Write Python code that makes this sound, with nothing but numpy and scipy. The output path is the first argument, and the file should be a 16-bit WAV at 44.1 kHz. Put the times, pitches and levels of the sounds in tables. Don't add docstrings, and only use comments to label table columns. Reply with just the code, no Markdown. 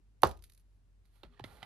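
import sys
import numpy as np
from scipy import signal
from scipy.fft import rfft, irfft
from scipy.io import wavfile
from scipy.ndimage import uniform_filter1d

SR = 44100
rng = np.random.default_rng(int(sys.argv[2]) if len(sys.argv) > 2 else 0)


def boost(x):
    u = np.asarray(x, float) / 20
    return 10 ** u


def put_to_file(sound):
    columns = np.atleast_2d(sound).T
    safe = np.clip(columns, -1, 1)
    whole_steps = np.round(safe * 32767)
    wavfile.write(sys.argv[1], SR, whole_steps.astype(np.int16))


N = 72765
BINS_HZ = np.fft.rfftfreq(N, 1 / SR)


def read(points, hz):
    f, value = np.transpose(points)
    return np.interp(np.log(hz + 1), np.log(f + 1), value)


def evened(x):
    return x / np.sqrt(np.mean(x ** 2) + 1e-20)


def add(mix, s, sound, pan_db):
    at = round(s * SR)
    part = mix[:, at:at + np.shape(sound)[-1]]
    sides = boost(np.array([[pan_db / 2], [-pan_db / 2]]))
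    part += sides * np.atleast_2d(sound)[:, :part.shape[1]]


def resonance(hz, f, width):
    return 1 / (1 + (2 * (hz - f) / width) ** 2)


def coloured(points, count, channels=1, peaks=()):
    z = rfft(rng.standard_normal((channels, count)))
    hz = np.fft.rfftfreq(count, 1 / SR)
    db = read(points, hz)
    for f, width, lift in peaks:
        db = db + lift * resonance(hz, f, width)
    return evened(irfft(z * boost(db), count))


def tilted(x, db, hz):
    low = signal.lfilter(*signal.butter(2, hz, fs=SR), x)
    return low + boost(db) * (x - low)


def struck(t60, rise, count=8192):
    t = np.arange(count) / SR
    shape = (1 - np.exp(-t / rise)) ** 2 * boost(-60 * t / t60)
    return t, shape / shape.max()


def mode(hz, t60, rise, sag=0, count=8192):
    t, shape = struck(t60, rise, count)
    return -shape * np.sin(2 * np.pi * hz * t / (1 + sag * t))


# [f/Hz, level/dB per Hz]
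AIR_SPECTRUM = [(24, -48), (40, -11.5), (60, -7.5), (110, -17.5), (200, -22), (550, -33), (12000, -50),
                (13500, -72)]
# [f/Hz, correlation]
AIR_LIKENESS = [(40, .8), (290, 0.9), (640, .05), (15000, 0.11)]
# [f/Hz, width/Hz, level/dB]
HUM = [(97, 20, -78.5)]


def air():
    a, b = rfft(rng.standard_normal((2, N)))
    same = np.clip(read(AIR_LIKENESS, BINS_HZ), -1, 1)
    z = np.array([a, same * a + np.sqrt(1 - same ** 2) * b])
    out = boost(-73) * evened(irfft(z * boost(read(AIR_SPECTRUM, BINS_HZ)), N))
    for f, width, db in HUM:
        out = out + boost(db) * evened(irfft(z * resonance(BINS_HZ, f, width), N))
    return out


def drone():
    pitch_hz, wander_hz, left_lead_rad = 46.8, 2.2, 0.64
    wander = evened(uniform_filter1d(rng.standard_normal(N), size=6000))
    turns = np.cumsum(pitch_hz + wander_hz * wander) / SR
    return boost(-61.5) * np.sin(2 * np.pi * turns + np.array([[left_lead_rad], [0]]))


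# [f/Hz, level/dB per Hz]
SHEET_SPECTRUM = [(600, -18.5), (1500, -4), (4200, -4), (7500, -8.5), (9800, -2), (12500, -4),
                  (14000, -17.5), (16000, -50.5)]
# [f/Hz, width/Hz, lift/dB]
SHEET_PEAKS = [(2520, 400, 4), (3750, 280, 7), (4500, 710, 7), (6200, 400, 8.5), (10200, 900, 6),
               (11900, 590, 5)]


def sheet_noise(count):
    return coloured(SHEET_SPECTRUM, count, peaks=SHEET_PEAKS)


# [t/s, level/dB]
RUSTLE = [
    (.3, -71),
    (.4, -96),
    (.45, -68),
    (.49, -82),
    (.55, -83),
    (.61, -79.5),
    (.64, -98),
    (.76, -91),
    (.8, -100),
]


def rustle():
    t = np.arange(N) / SR
    return sheet_noise(N) * boost(np.interp(t, *np.transpose(RUSTLE), left=-120, right=-120))


# [t/s, pressure level/dB, dryness/dB of treble]
RUB = [(1.03, -100, -2), (1.06, -85, 8), (1.1, -102, 15), (1.16, -76.5, 4.5), (1.2, -83.5, 5),
       (1.23, -79.5, -2), (1.245, -64, -9), (1.289, -82.5, -6.5), (1.35, -75, -10), (1.419, -77.5, -14),
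       (1.458, -66.5, 3.5), (1.499, -64, -2.5), (1.54, -66, 2.5), (1.601, -67, -2.5), (1.65, -66, -1.5)]
# [f/Hz, level/dB per Hz]
RUB_SPECTRUM = [(150, -5), (800, -6), (4300, -14), (5600, -23), (8200, -27), (9500, -17.5), (12500, -20),
                (15500, -55)]
# [f/Hz, width/Hz, lift/dB]
SKIN_PEAKS = [(829, 140, 6), (1400, 87, 6), (2010, 120, 3), (2940, 150, 1), (3360, 130, 4.5),
              (3960, 130, 5.5), (4400, 250, 5)]


def hand():
    bass_per_db = 0.5
    t = np.arange(N) / SR
    s, db, dry_db = np.transpose(RUB)
    grain = boost(1.5 * evened(uniform_filter1d(rng.standard_normal(N), size=150)))
    noise = coloured(RUB_SPECTRUM, N, channels=3, peaks=SKIN_PEAKS)
    noise = noise[0] + 0.4 * noise[1:]
    pressure_db = np.interp(t, s, db, left=-120)
    noise = noise * boost(bass_per_db * (pressure_db + 67.5))
    noise = tilted(noise, -bass_per_db * (pressure_db + 70.0), 1500)
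    rub = tilted(noise, np.interp(t, s, dry_db), 7000) * boost(pressure_db + 3.5)
    return grain * (rub * boost(np.array([[-2.5], [2.5]])) + rustle())


SQUEAK_S = [1.28, 1.333, 1.358, 1.28, 1.5]
# [length/s, f/Hz, level/dB]
SQUEAKS = [
    (0.12, 400, -73.5),
    (.022, 1200, -73),
    (0.033, 1740, -69),
    (.06, 242.4, -66),
    (0.097, 1200, -69),
]


def squeaks():
    out = np.zeros((2, N))
    for s, (length, hz, db) in zip(SQUEAK_S, SQUEAKS):
        t = np.arange(0, length, 1 / SR)
        wobble = evened(uniform_filter1d(rng.standard_normal(8192), size=300))[:len(t)]
        tone = np.sin(2 * np.pi * np.cumsum(hz * (1 + 0.039 * wobble)) / SR)
        add(out, s, boost(db) * np.sin(np.pi * t / length) * tone, -2.5)
    return out


# [t/s, level/dB, f/Hz, t60/s]
THUDS = [(0, -68, 325, 0.025), (1.235, -49.5, 350, 0.03), (1.25, -50.5, 48, 0.15), (1.27, -62, 154.5, 0.18),
         (1.399, -42, 390, 0.01), (1.412, -46, 121.4, 0.1), (1.442, -38, 268, 0.012),
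         (1.454, -48.5, 108, 0.076), (1.5, -57.5, 166, 0.08), (1.531, -51, 60, 0.076),
         (1.625, -58, 118, 0.095)]


def thuds():
    out = np.zeros((2, N))
    for s, db, hz, t60 in THUDS:
        add(out, s, boost(db) * mode(hz, t60, 0.34 / hz, count=16384), -2)
    return out


# [t/s, peak level/dB, f/Hz, edge f/Hz, puff brightness/dB]
TAPS = [(1.2322, -47, 831, 3674, -4.5), (1.324, -71.5, 1200, 2517, -2), (1.336, -69, 1200, 3000, -27),
        (1.375, -68, 1750, 2500, -3), (1.394, -50, 959, 1680, -2), (1.406, -59.5, 1735, 4000, -3.5),
        (1.44, -39.5, 637, 3545, -2.5), (1.448, -49.5, 1363, 2200, -28.5), (1.585, -61.5, 760, 2010, -20),
        (1.621, -52, 1310, 2450, -9), (1.628, -38.5, 762, 3120, -4), (1.64, -59, 1200, 2400, -21)]
# [f/Hz, level/dB per Hz]
PUFF_SPECTRUM = [(250, -6.5), (850, -1), (4300, -4.5), (5500, -15.5), (8000, -24.5), (11500, -21.5),
                 (13500, -35.5), (15500, -60)]


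def taps():
    out = np.zeros((2, N))
    for s, db, hz, edge_hz, bright_db in TAPS:
        puff = coloured(PUFF_SPECTRUM, 8192) * struck(0.03, 0.0007)[1]
        hollow = mode(hz, 0.021, 0.00049)
        edge = boost(-2.5) * mode(edge_hz, 0.01, 0.0019)
        wood = boost(-20.5) * mode(2037, 0.095, 0.0014)
        add(out, s, boost(db) * (hollow + edge + wood + boost(bright_db) * puff), -2.5)
    return out


# [t/s, f/Hz, peak level/dB, t60/s]
RINGS = [(.2235, 720, -51, 0.017), (.27, 652, -39, 0.072), (.33, 821, -58, 0.11), (1.2335, 568, -52, .03),
         (1.25, 622, -62, .06), (.25, 497.4, -36, 0.13), (1.246, 217, -56.5, 0.054),
         (1.6285, 2830, -47, .012), (0.2428, 1133, -17, 0.0089), (.2475, 787, -29.5, 0.007),
         (.254, 1140, -24, 0.0087), (0.2502, 4500, -41.5, .008), (.264, 1400, -33, 0.0063),
         (.281, 913, -39, 0.016), (0.331, 1228, -60.5, 0.18), (1.2337, 2700, -54, 0.027),
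         (1.2322, 4146, -53, .015), (1.233, 3230, -58, 0.018), (1.233, 1322, -58, 0.067),
         (1.296, 1310, -69, 0.012), (1.337, 3400, -70, .015), (1.348, 4260, -72, .015),
         (1.391, 1700, -58.5, 0.011), (1.396, 2940, -54, .014), (1.396, 3500, -59, .016),
         (1.396, 4480, -64, .01), (1.3975, 845, -39, 0.019), (1.44, 2066, -49, .06),
         (1.44, 4800, -51, 0.0082), (1.439, 2730, -58, 0.012), (1.6285, 2030, -48.5, .05),
         (1.6288, 2437, -43, 0.013), (1.6283, 1200, -54, 0.017), (1.6278, 4220, -57, 0.01)]


def rings():
    out = np.zeros((2, N))
    for s, hz, db, t60 in RINGS:
        add(out, s, boost(db) * mode(hz, t60, 0.00066), -2.5)
    return out


# [t/s, peak level/dB, t60/s, brightness/dB]
TICKS = [(0.2194, -39.5, 0.015, 8.5), (0.247, -37, 0.011, 12), (0.2706, -34.5, 0.015, 1.5),
         (0.291, -43.5, 0.023, 16), (0.3116, -44, 0.036, -5.5), (0.3658, -62, 0.019, -9),
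         (0.3725, -56, 0.02, 1), (0.3899, -62, 0.043, -17.5), (0.4231, -49.5, 0.021, 2),
         (0.4385, -43, 0.034, 1), (0.4978, -50, 0.02, -2), (0.5203, -53, 0.02, 0.5),
         (0.5345, -56, 0.02, 12), (0.5475, -56.5, 0.027, 7), (0.5761, -56, 0.021, 6.5),
         (0.5966, -62, 0.02, -1), (1.0537, -64, 0.02, -8.5)]


def ticks():
    out = np.zeros((2, N))
    for s, db, t60, bright_db in TICKS:
        snap = tilted(sheet_noise(8192), bright_db, 7000) * struck(t60, 0.00035)[1]
        add(out, s, boost(db - 1.5) * snap / abs(snap).max(), -4)
    return out


# [f/Hz, level/dB per Hz]
CRACK_SPECTRUM = [(1500, 4), (4500, 1), (5800, -5.5), (7400, -15.5), (9400, -9), (12400, -9.5),
                  (15600, -11.5), (16100, -50.5)]


def crack():
    return boost(-22.5) * coloured(CRACK_SPECTRUM, 8192) * struck(0.012, 0.00067)[1]


# [f/Hz, level/dB per Hz]
SHUDDER_SPECTRUM = [(120, -6), (400, -0.5), (950, -1.5), (2100, -19.5), (4600, -19.5), (7000, -28.5),
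                    (12000, -39), (15500, -58.5)]


def shudder():
    noise = coloured(SHUDDER_SPECTRUM, 16384, channels=3) * struck(0.2, 0.0038, count=16384)[1]
    return boost(-33.5) * (noise[0] + 0.6 * noise[1:])


# [f/Hz, level/dB, t60/s, rise/s, left-right level/dB]
CLACK_MODES = [(52.23, -40.5, 0.41, .03, -1.5), (77.6, -32.5, 0.23, 0.023, -5),
               (112, -29.5, 0.097, .008, 1.5), (186, -35, 0.13, 0.00802, 0), (344, -18, 0.043, .004, -3.5),
               (530, -11, 0.027, 0.0013, 1), (892, -28, .06, .004, -9), (1200, -25.5, .07, .004, -6.5),
               (1620, -33.5, .08, .003, -5.5), (2020, -23.5, 0.013, 0.00065, -7),
               (3000, -29, 0.0056, 0.00087, -6), (3566, -25, 0.013, 0.0015, -9.5),
               (4500, -22, 0.01, 0.00041, -7.5)]
REBOUND_S = [.0038, .0093, .0128, .021]
# [level/dB, left-right level/dB]
REBOUNDS = [
    (-19.5, 0),
    (-27.5, 6.5),
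    (-21.5, -3.5),
    (-24.5, 3.5),
]


def clack():
    start_s, clack_db = 0.2335, -6
    hit, out = np.zeros((2, N)), np.zeros((2, N))
    slap = mode(1.213 * 900, 0.0042, 0.004, sag=52)
    add(hit, start_s, boost(clack_db + 1.2) * slap, -6.5)
    for hz, db, t60, rise, pan_db in CLACK_MODES:
        layer = hit if hz > 1800 else out
        add(layer, start_s, boost(clack_db + db) * mode(hz, t60, rise, count=16384), pan_db)
    for delay, (db, pan_db) in zip(REBOUND_S, REBOUNDS):
        add(out, delay, boost(db) * hit, pan_db)
    add(out, start_s - 0.0007, crack(), -1)
    add(out, start_s, shudder(), -1.5)
    return out + hit


# [f/Hz, t60/s]
ROOM_DECAY = [(60, 0.57), (250, 0.18), (1000, 0.165), (3000, 0.087), (6000, .15), (9000, .1), (14000, 0.15)]


def room(x):
    tail = np.zeros((2, 22000))
    at = np.arange(200, 21960, 20)
    at = at + rng.integers(0, 20, (2, len(at)))
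    np.put_along_axis(tail, at, rng.choice([-1., 1.], at.shape), 1)
    hz, t, z = signal.stft(tail, SR, nperseg=256)
    decay = boost(-60 * t / read(ROOM_DECAY, hz)[:, None])
    tail = signal.istft(z * decay, SR, nperseg=256)[1]
    return signal.fftconvolve(x.mean(0)[None], tail / np.linalg.norm(tail[0]), axes=1)[:, :N]


# [f/Hz, left lead/rad, left-right level/dB]
PORTS = [(60, -.8, 1), (300, 1, 1), (760, -0.67, -3), (1830, -0.94, -3.5), (3420, -0.41, -8.5),
         (7000, -1.6, -2), (10950, -1.4, 2.5), (14200, 0, -2)]


def at_ports(x):
    left, right = x
    f, lead, db = np.transpose(PORTS)
    turn = np.exp(1j * read(np.c_[f, lead], BINS_HZ))
    left = irfft(rfft(left) * turn * boost(read(np.c_[f, db], BINS_HZ)), N)
    return np.array([left, right])


def scene():
    still = air() + drone()
    slide = hand()
    desk = squeaks() + thuds() + taps() + rings() + ticks() + clack()
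    return at_ports(desk + slide) + boost(-15) * room(desk) + still


def low_pass(x):
    return signal.sosfilt(signal.butter(12, 16700, fs=SR, output="sos"), x)


def record(dry):
    low_cut = signal.butter(4, 21, "high", fs=SR, output="sos")
    mix = signal.sosfilt(low_cut, dry)
    mix = signal.oaconvolve(mix, signal.firwin(255, 16000, fs=SR)[None], "same")
    return low_pass(mix)


dry = scene()
out = record(dry)
put_to_file(out)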